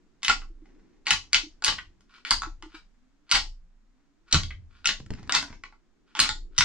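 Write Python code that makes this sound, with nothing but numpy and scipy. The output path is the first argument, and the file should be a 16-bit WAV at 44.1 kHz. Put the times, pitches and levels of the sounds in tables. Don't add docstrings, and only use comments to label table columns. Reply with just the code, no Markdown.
import sys
import numpy as np
from scipy import signal
from scipy.fft import rfft, irfft, next_fast_len
from scipy.io import wavfile
from scipy.ndimage import uniform_filter1d, minimum_filter1d

SR = 44100
rng = np.random.default_rng(int(sys.argv[2]) if len(sys.argv) > 2 else 0)


def int16_out(signal):
    q = np.round(np.clip(np.atleast_2d(signal).T, -1, 1) * 32767)
    wavfile.write(sys.argv[1], SR, q.astype(np.int16))


N = 292824
TIME = np.arange(N) / SR


def undb(db):
    return 10 ** (np.asarray(db) / 20)


def unit(x):
    return x / np.sqrt(np.mean(x ** 2))


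def at_hz(points, hz):
    f, value = np.transpose(points)
    return np.interp(np.log(np.maximum(hz, 1)), np.log(f), value)


def colour(x, points):
    size = 2 * next_fast_len(x.shape[-1])
    log_gain = np.log(undb(at_hz(points, np.fft.rfftfreq(size, 1 / SR))))
    cepstrum = irfft(log_gain)
    cepstrum[1:size // 2] *= 2
    cepstrum[size // 2 + 1:] = 0
    response = np.exp(rfft(cepstrum))
    return irfft(rfft(x, size) * response)[..., :x.shape[-1]]


def band(x, hz, width_hz):
    b, a = signal.iirpeak(hz, hz / width_hz, fs=SR)
    return signal.lfilter(b, a, signal.lfilter(b, a, x))


def fade(t, t60_s):
    return np.exp(-np.log(1000) * t / t60_s)


def add(out, s, x):
    i = max(int(s * SR), 0)
    out[..., i:i + x.shape[-1]] += x[..., :max(N - i, 0)]


def walk(rate_hz):
    return np.interp(TIME * rate_hz, np.arange(N // 100), rng.standard_normal(N // 100))


# (frequency [Hz], side minus mid [dB])
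PORT_WIDTH = [(60, -3.5), (500, -9), (1000, -7.5), (2000, -2.5), (4000, -3), (8000, 3)]


def diffuse(size):
    mid, side = rng.standard_normal((2, size))
    share = undb(at_hz(PORT_WIDTH, np.fft.rfftfreq(size, 1 / SR)))
    spectrum = rfft(mid) + share * rfft(side) * np.array([[1], [-1]])
    return irfft(spectrum / np.hypot(1, share), size)


def drone(hz, half_width_hz):
    lowpass = signal.butter(2, half_width_hz, fs=SR, output="sos")
    waver = signal.sosfilt(lowpass, diffuse(len(hz)) + 1j * diffuse(len(hz)))
    carrier = np.exp(2j * np.pi * np.cumsum(hz) / SR)
    return unit((waver * carrier).real)


# (frequency [Hz], gain [dB])
AIR_COLOUR = [(20, -9), (39, -13.5), (71, -31), (200, -25.5), (300, -33), (536, -37.5), (1000, -37.5),
              (1600, -38), (3000, -45), (7000, -47.5), (10000, -66), (14000, -78)]
AIR_DB = -65.5
# (time [s], level [dB])
HUM_LEVELS = [(0, -65), (.3, -74), (.75, -59), (1.2, -68.5), (2.5, -71.5), (3, -86), (4.8, -75.5),
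              (5.25, -57), (5.8, -73.5), (6.64, -61)]
HUM_HZ, HUM_HALF_WIDTH_HZ = 288, 82
# (time [s], level before the swell [dB])
GLIDE_STARTS = [(1.85, -71.5), (2.649, -72), (3.549, -71.5), (4.449, -72)]
GLIDE_START_HZ, GLIDE_HZ_PER_S, GLIDE_S, GLIDE_HALF_WIDTH_HZ = 150, 260, .85, 20


def background():
    out = unit(colour(diffuse(N), AIR_COLOUR)) * undb(AIR_DB + 1.5 * walk(1.4))
    hum_db = np.interp(TIME, *np.transpose(HUM_LEVELS))
    out += drone(np.full(N, HUM_HZ), HUM_HALF_WIDTH_HZ) * undb(hum_db)
    t = np.arange(SR) / SR
    swell = np.sqrt(np.abs(np.sin(np.pi * np.minimum(t / GLIDE_S, 1))))
    for s, db in GLIDE_STARTS:
        glide = drone(GLIDE_START_HZ + GLIDE_HZ_PER_S * t, GLIDE_HALF_WIDTH_HZ)
        add(out, s, undb(db) * swell * glide)
    return out


# (band centre [Hz], t60 [s])
HUT_DECAY = [(200, .33), (530, 0.22), (1390, 0.14), (3680, 0.2), (6000, 0.24), (10000, 0.17)]


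def hut_echo(t, build_s):
    hz = np.fft.rfftfreq(len(t), 1 / SR)
    noise = rfft(diffuse(len(t)))
    centres_hz = np.array(HUT_DECAY)[:, 0]
    x = 0
    for share, (_, t60_s) in zip(np.eye(len(centres_hz)), HUT_DECAY):
        weight = at_hz(np.c_[centres_hz, share], hz)
        x = x + irfft(noise * weight, len(t)) * fade(t, t60_s)
    x = x * (1 - np.exp(-t / build_s))
    return x / np.sqrt(np.sum(x ** 2) / 2)


# (frequency [Hz], gain [dB])
ECHO_COLOUR = [(300, 2), (1500, -1), (4000, 0.5), (8000, -4.5), (13000, -7.5)]


def in_hut(x, t, echo_db):
    echo = signal.fftconvolve(colour(x, ECHO_COLOUR)[None], hut_echo(t, build_s=0.0057), axes=1)
    return x + undb(echo_db) * echo[:, :len(t)]


def gesture(moves, attack_s=.055, release_t60_s=0.038):
    gain = 0
    for s, length_s, db in moves:
        attack = np.clip((TIME - s) / attack_s, 0, 1)
        release = fade(np.maximum(TIME - s - length_s, 0), release_t60_s)
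        gain = gain + undb(db) * attack * release
    return gain


def rubbing(moves, points, grains_per_s, grain_db, gain_db, pressure_db=3.0):
    slips = (rng.random(N) < grains_per_s / SR) * rng.standard_normal(N)
    slips = slips * undb(grain_db * walk(120) + pressure_db * walk(25))
    x = unit(colour(slips, points)) * gesture(moves) * undb(gain_db)
    echo = hut_echo(np.arange(2 ** 14) / SR, build_s=0.007)
    return x + signal.fftconvolve(x[None], echo, axes=1)[:, :N]


# (time [s], length [s], level before gain_db [dB])
SLEEVE_MOVES = [(.6, 0.38, -71.5), (1.2, 0.13, -65.5), (1.83, .11, -86.5), (3.92, 0.14, -78),
                (5.08, 0.19, -54.5), (5.45, 0.083, -49.5)]
# (frequency [Hz], gain [dB])
CLOTH_COLOUR = [(180, -24.5), (300, -13.5), (384, -10.5), (583, -24.5), (734, -8), (2100, -8), (2730, -16),
                (6280, -21), (12000, -66), (15600, -94.5), (22000, -120)]


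def sleeves():
    return rubbing(SLEEVE_MOVES, CLOTH_COLOUR, grains_per_s=1200, grain_db=6.5, gain_db=-4.0)


# (time [s], thud level [dB], tick level [dB])
KNOCK_EVENTS = [(5.001, -43.5, -49), (5.062, -46.5, -51), (5.105, -32, -39), (5.113, -36.5, -65),
                (5.137, -41.5, -42), (5.195, -43.5, -57), (5.23, -44, -51.5), (5.275, -45, -48.5),
                (5.504, -41, -57)]
# (frequency [Hz], gain [dB])
THUD_COLOUR = [(50, 4), (120, 2.5), (260, -2), (500, -19), (1000, -24.5), (3000, -59.5)]
# (frequency [Hz], gain [dB])
TICK_TONE = [(400, -4.5), (1000, -7.5), (1550, 4.5), (2100, -4), (4000, -7), (7000, -5), (11000, -33.5),
             (16000, -42.5)]


def knocks(thud_t60_s=.045, tick_t60_s=0.017, echo_db=-8):
    out, t = np.zeros((2, N)), np.arange(2 ** 13) / SR
    for s, thud_db, tick_db in KNOCK_EVENTS:
        thud = colour(rng.standard_normal(len(t)) * fade(t, thud_t60_s), THUD_COLOUR)
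        tick = colour(rng.standard_normal(len(t)) * fade(t, tick_t60_s), TICK_TONE)
        x = undb(thud_db) * thud / thud[:440].std() + undb(tick_db) * tick / tick[:130].std()
        add(out, s, in_hut(x, t, echo_db))
    return out


# (time [s], boom level [dB], wall level before shares [dB])
HUT_BLOWS = [(0.282, -39.5, -55.5), (1.11, -46.5, -48), (1.347, -44.5, -58.5), (1.676, -44.5, -50.5),
             (2.31, -37, -49.5), (2.435, -41.5, -60), (3.337, -37, -50.5), (4.333, -33, -27.5),
             (4.862, -43.5, -59.5), (5.352, -50.5, -55.5), (5.501, -47.5, -64.5), (6.198, -44, -49),
             (6.291, -39, -58), (6.585, -38.5, -40.5)]
# (frequency [Hz], width [Hz], t60 [s])
HUT_RESONANCES = [(26.6, 8.8, 1), (72, 35, 0.66), (155.4, 43, 0.14), (330, 4100, 0.04)]
WALL_SHARES = [0.5, -1.5, -12.5]


def thumps(rise_s=0.0047, side_db=-13):
    out, t = np.zeros((2, N)), np.arange(SR) / SR
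    for s, boom_db, wall_db in HUT_BLOWS:
        levels_db = [boom_db] + [wall_db + share_db for share_db in WALL_SHARES]
        for db, (hz, width_hz, t60_s) in zip(levels_db, HUT_RESONANCES):
            noise = band(rng.standard_normal((2, 2 * SR)), hz, width_hz)[:, SR:]
            mid, side = noise * fade(t, t60_s) * (1 - np.exp(-t / rise_s))
            x = unit(mid) + undb(side_db) * unit(side) * np.array([[1], [-1]])
            add(out, s, undb(db) * x / x[:, :SR // 10].std())
    return out


# (time [s], level before doubling [dB])
BEAM_BUMPS = [(0.5, -48), (0.619, -43.5), (1.433, -35), (1.464, -37.5), (2.469, -35.5), (2.631, -38.5),
              (2.66, -37.5), (2.741, -38.5), (4.345, -25.5)]


def bumps(t60_s=0.074, rise_s=0.0088):
    out, t = np.zeros(N), np.arange(SR // 2) / SR
    for s, db in BEAM_BUMPS:
        hz = 315 * (1 + 0.02 * rng.standard_normal())
        envelope = fade(t, t60_s) * (1 - np.exp(-t / rise_s))
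        add(out, s, 2 * undb(db) * np.sin(2 * np.pi * hz * t) * envelope)
    return out


def ring(t, modes, scatter_db):
    hz, db, t60_s = np.transpose(modes)
    level_chance, sign_chance, pitch_chance = rng.standard_normal((3, len(hz)))
    gain = undb(db + scatter_db * level_chance) * np.sign(sign_chance)
    hz = hz * (1 + 0.009 * pitch_chance)
    x = sum(g * np.sin(2 * np.pi * f * t) * fade(t, d) for f, g, d in zip(hz, gain, t60_s))
    return x / np.linalg.norm(x)


# (time [s], length [s], level before gain_db [dB])
SCRAPE_MOVES = [(2.075, 0.11, -50), (2.685, 0.068, -44.5), (3.26, 0.047, -53), (4.255, 0.1, -49),
                (4.68, 0.19, -64.5), (6.06, 0.099, -58.5), (6.5, .07, -67)]
# (frequency [Hz], gain [dB])
BONE_COLOUR = [(240, -43), (400, -14.5), (547, -35), (759, -19), (1460, -0.5), (1760, -10.5), (2000, -9),
               (4370, -13), (12000, -46), (15600, -81.5), (22000, -120)]
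# (frequency [Hz], level [dB], t60 [s])
ANTLER_MODES = [(282, 8, 0.051), (873, -5, .09), (1120, 2.5, 0.062), (1186, -2.5, 0.081), (1339, 1, 0.11),
                (1443, 1.5, 0.11), (1692, -3.5, 0.089), (1922, 0, 0.11), (2036.5, 4, 0.1),
                (2243, 7.5, 0.044), (2577, -1, 0.11), (2960, 5, 0.054), (3078, 0.5, 0.028),
                (3500, -6.5, 0.017), (3850, 1, .04), (4240, 1.5, 0.055), (4595, 9, 0.034),
                (4850, 0.5, 0.049), (5132, -2, .035), (7440, -2, .03)]


def scrapes(ring_db=-15):
    slips = rubbing(SCRAPE_MOVES, BONE_COLOUR, grains_per_s=1300, grain_db=4, gain_db=-4.5)
    body = ring(np.arange(2 ** 13) / SR, ANTLER_MODES, scatter_db=4)
    return slips + undb(ring_db) * signal.fftconvolve(slips, body[None], axes=1)[:, :N]


# (time [s], level before gain_db [dB], pitch of the strongest mode before scatter [Hz])
TINE_TAPS = [(1.783, -27, 1970), (4.506, -33, 1976)]
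# (frequency [Hz], level [dB], t60 [s])
TINE_MODES = [(1200, -2, 0.05), (1466, 6, 0.052), (1730, -15, 0.046), (1908, 10.5, 0.026), (2970, -4, .08),
              (3550, -26, 0.074)]


def taps(gain_db=-6, ring_db=-9, echo_db=-3):
    out, t = np.zeros((2, N)), np.arange(2 ** 14) / SR
    main_hz = max(TINE_MODES, key=lambda mode: mode[1])[0]
    for s, db, hz in TINE_TAPS:
        modes = [(f * hz / main_hz, d, t60_s) for f, d, t60_s in TINE_MODES]
        tick = rng.standard_normal(len(t)) * fade(t, .045)
        buzz = sum(undb(d / 2) * band(tick, f, f / 5) for f, d, _ in modes)
        x = undb(ring_db) * unit(ring(t, modes, scatter_db=2)) + unit(buzz)
        add(out, s, undb(db + gain_db) * in_hut(x / x[:300].std(), t, echo_db))
    return out


# (frequency [Hz], gain [dB])
CRACK_COLOUR = [(88, -40), (150, -21), (280, -17.5), (545, -22.5), (871, -4), (960, -8), (1100, -1.5),
                (1210, -6), (1390, 1), (1760, -2.5), (1940, -2), (4580, -1), (7180, -8), (12400, -42),
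                (16000, -61)]


def contact(t, low_db, high_db, crack_db=-4.0, chatter_db=-8, ring_db=-9.0, ripple_db=4.0):
    crack = signal.unit_impulse(len(t))
    snap = rng.standard_normal(len(t)) ** 3 * fade(t, .013)
    chatter = rng.standard_normal(len(t)) ** 5 * fade(t, .09)
    body = ring(t, ANTLER_MODES, scatter_db=3.5)
    x = unit(snap) + undb(crack_db) * unit(crack)
    x = x + undb(chatter_db) * unit(chatter) + undb(ring_db) * unit(body)
    spot = [(1200, low_db), (3000, 0.0021), (6500, high_db), (12000, high_db + 8)]
    tine_hz = np.geomspace(700, 9000, 24)
    ripple = np.c_[tine_hz, ripple_db * rng.standard_normal(len(tine_hz))]
    x = colour(colour(colour(x, CRACK_COLOUR), spot), ripple)
    return x / np.sqrt(uniform_filter1d(x ** 2, size=88).max())


# (time [s], length [s], level before contact scatter [dB])
SKID_EVENTS = [(0.219, 0.012, -56.5), (0.232, 0.038, -35.5), (0.288, 0.016, -22), (1.055, .011, -47),
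               (1.069, .015, -30.5), (1.117, 0.021, -27.5), (1.324, 0.008, -51.5), (1.35, 0.014, -29.5),
               (1.656, 0.035, -22.5), (2.253, 0.055, -39), (3.293, 0.019, -41.5), (3.324, 0.05, -21.5),
               (4.311, .013, -39.5), (4.334, 0.024, -26.5), (4.85, 0.0091, -38), (5.34, 0.029, -21.5),
               (6.149, 0.036, -38.5), (6.212, .05, -22.5), (6.562, 0.016, -48.5), (6.586, 0.031, -32.5)]


def skids(count=5, scatter_db=3.0, low_db=1, high_db=-2, echo_db=2):
    out, t = np.zeros((2, N)), np.arange(2 ** 14) / SR
    for s, length_s, db in SKID_EVENTS:
        delays_s = length_s * (np.arange(count) + rng.random(count)) / count
        sizes = undb(scatter_db * rng.standard_normal(count))
        run = np.zeros(len(t))
        for delay_s, size in zip(delays_s, sizes):
            add(run, delay_s, size * contact(t[:2 ** 12], low_db, high_db))
        add(out, s, undb(db) * in_hut(run, t, echo_db))
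    return out


# (time [s], direct peak level [dB], low colour before offset [dB], high colour before offset [dB])
CLACK_EVENTS = [(0.2316, -24, -3, 0.5), (0.248, -20.5, -14.5, -5.5), (0.282, -11, -5, -3),
                (0.297, -14.5, 6.5, -9.5), (0.418, -45, 21, -37), (1.0679, -19.5, 2, -5.5),
                (1.107, -8.5, -4, 2), (1.11, -15, -1.5, -2.5), (1.3316, -10.5, -10.5, 4),
                (1.3451, -8.5, -8.5, -9.5), (1.6229, -30.5, 17, 6), (1.6402, -19.5, -2, 3),
                (1.6463, -12, -8, 12), (1.68, -15.5, -2, -5), (1.724, -29.5, -8, -23), (2.008, -56.5, 1, 6),
                (2.25, -26.5, -2.5, -16), (2.3085, -8.5, -6, 4.5), (2.314, -14, 10.5, 4.5),
                (2.42, -24, 12, 7), (2.434, -29.5, 17.5, -0.5), (2.625, -37, 7, -6), (3.314, -10, -5.5, 2),
                (3.321, -12.5, 2, 3.5), (3.353, -12.5, -5, -4), (3.369, -29.5, 7.5, 5),
                (4.3265, -9.5, -13, 2), (4.3447, -13, 5.5, 0.5), (4.434, -30.5, -5, -0.5),
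                (4.8449, -33.5, 5, -8.5), (4.8571, -12.5, -6, 0.5), (4.8726, -12, -15, -0.5),
                (4.8906, -16, -1, -8), (5.2951, -20, 10, -4), (5.3231, -14, 5, 1),
                (5.3501, -10.5, -6.5, 7.5), (5.427, -29.5, 18, 7), (5.637, -33.5, 11, -8.5),
                (5.725, -51, 20.5, -9.5), (6.1519, -27, 7, -9), (6.192, -14.5, 4, 3.5),
                (6.201, -7.5, -8, 9), (6.2912, -18, 1, 0.5), (6.5804, -12.5, -0.5, 6),
                (6.586, -9.5, 0.5, 13.5), (6.608, -12, -5, -7)]


def clacks(low_offset_db=-1, high_offset_db=-1, echo_db=-2):
    out, t = np.zeros((2, N)), np.arange(2 ** 14) / SR
    for s, db, low_db, high_db in CLACK_EVENTS:
        blow = contact(t, low_db + low_offset_db, high_db + high_offset_db)
        add(out, s, undb(db) * in_hut(blow, t, echo_db))
    return out


def scene():
    surroundings = background() + sleeves() + knocks() + thumps()
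    return surroundings + bumps() + scrapes() + taps() + skids() + clacks()


def limiter(x, ceiling=.95):
    gain = np.minimum(1, ceiling / (np.abs(x).max(axis=0) + 1e-9))
    held = minimum_filter1d(gain, size=61)
    return x * uniform_filter1d(uniform_filter1d(held, size=31), size=31)


# (frequency [Hz], left minus right [dB])
PORT_TILT = [(60, -0.5), (250, -1.5), (1000, -0.5), (2300, 1.5), (4400, 2), (6000, 1.5), (8000, -4.5),
             (14000, 0)]


def record(dry, top_hz=15800):
    left = colour(np.r_[0, 0, dry[0, :-2]], [(hz, db / 2) for hz, db in PORT_TILT])
    right = colour(dry[1], [(hz, -db / 2) for hz, db in PORT_TILT])
    lowpass = signal.ellip(8, .2, 70, top_hz, fs=SR, output="sos")
    return signal.sosfilt(lowpass, limiter(np.array([left, right])))


dry = scene()
out = record(dry)
int16_out(out)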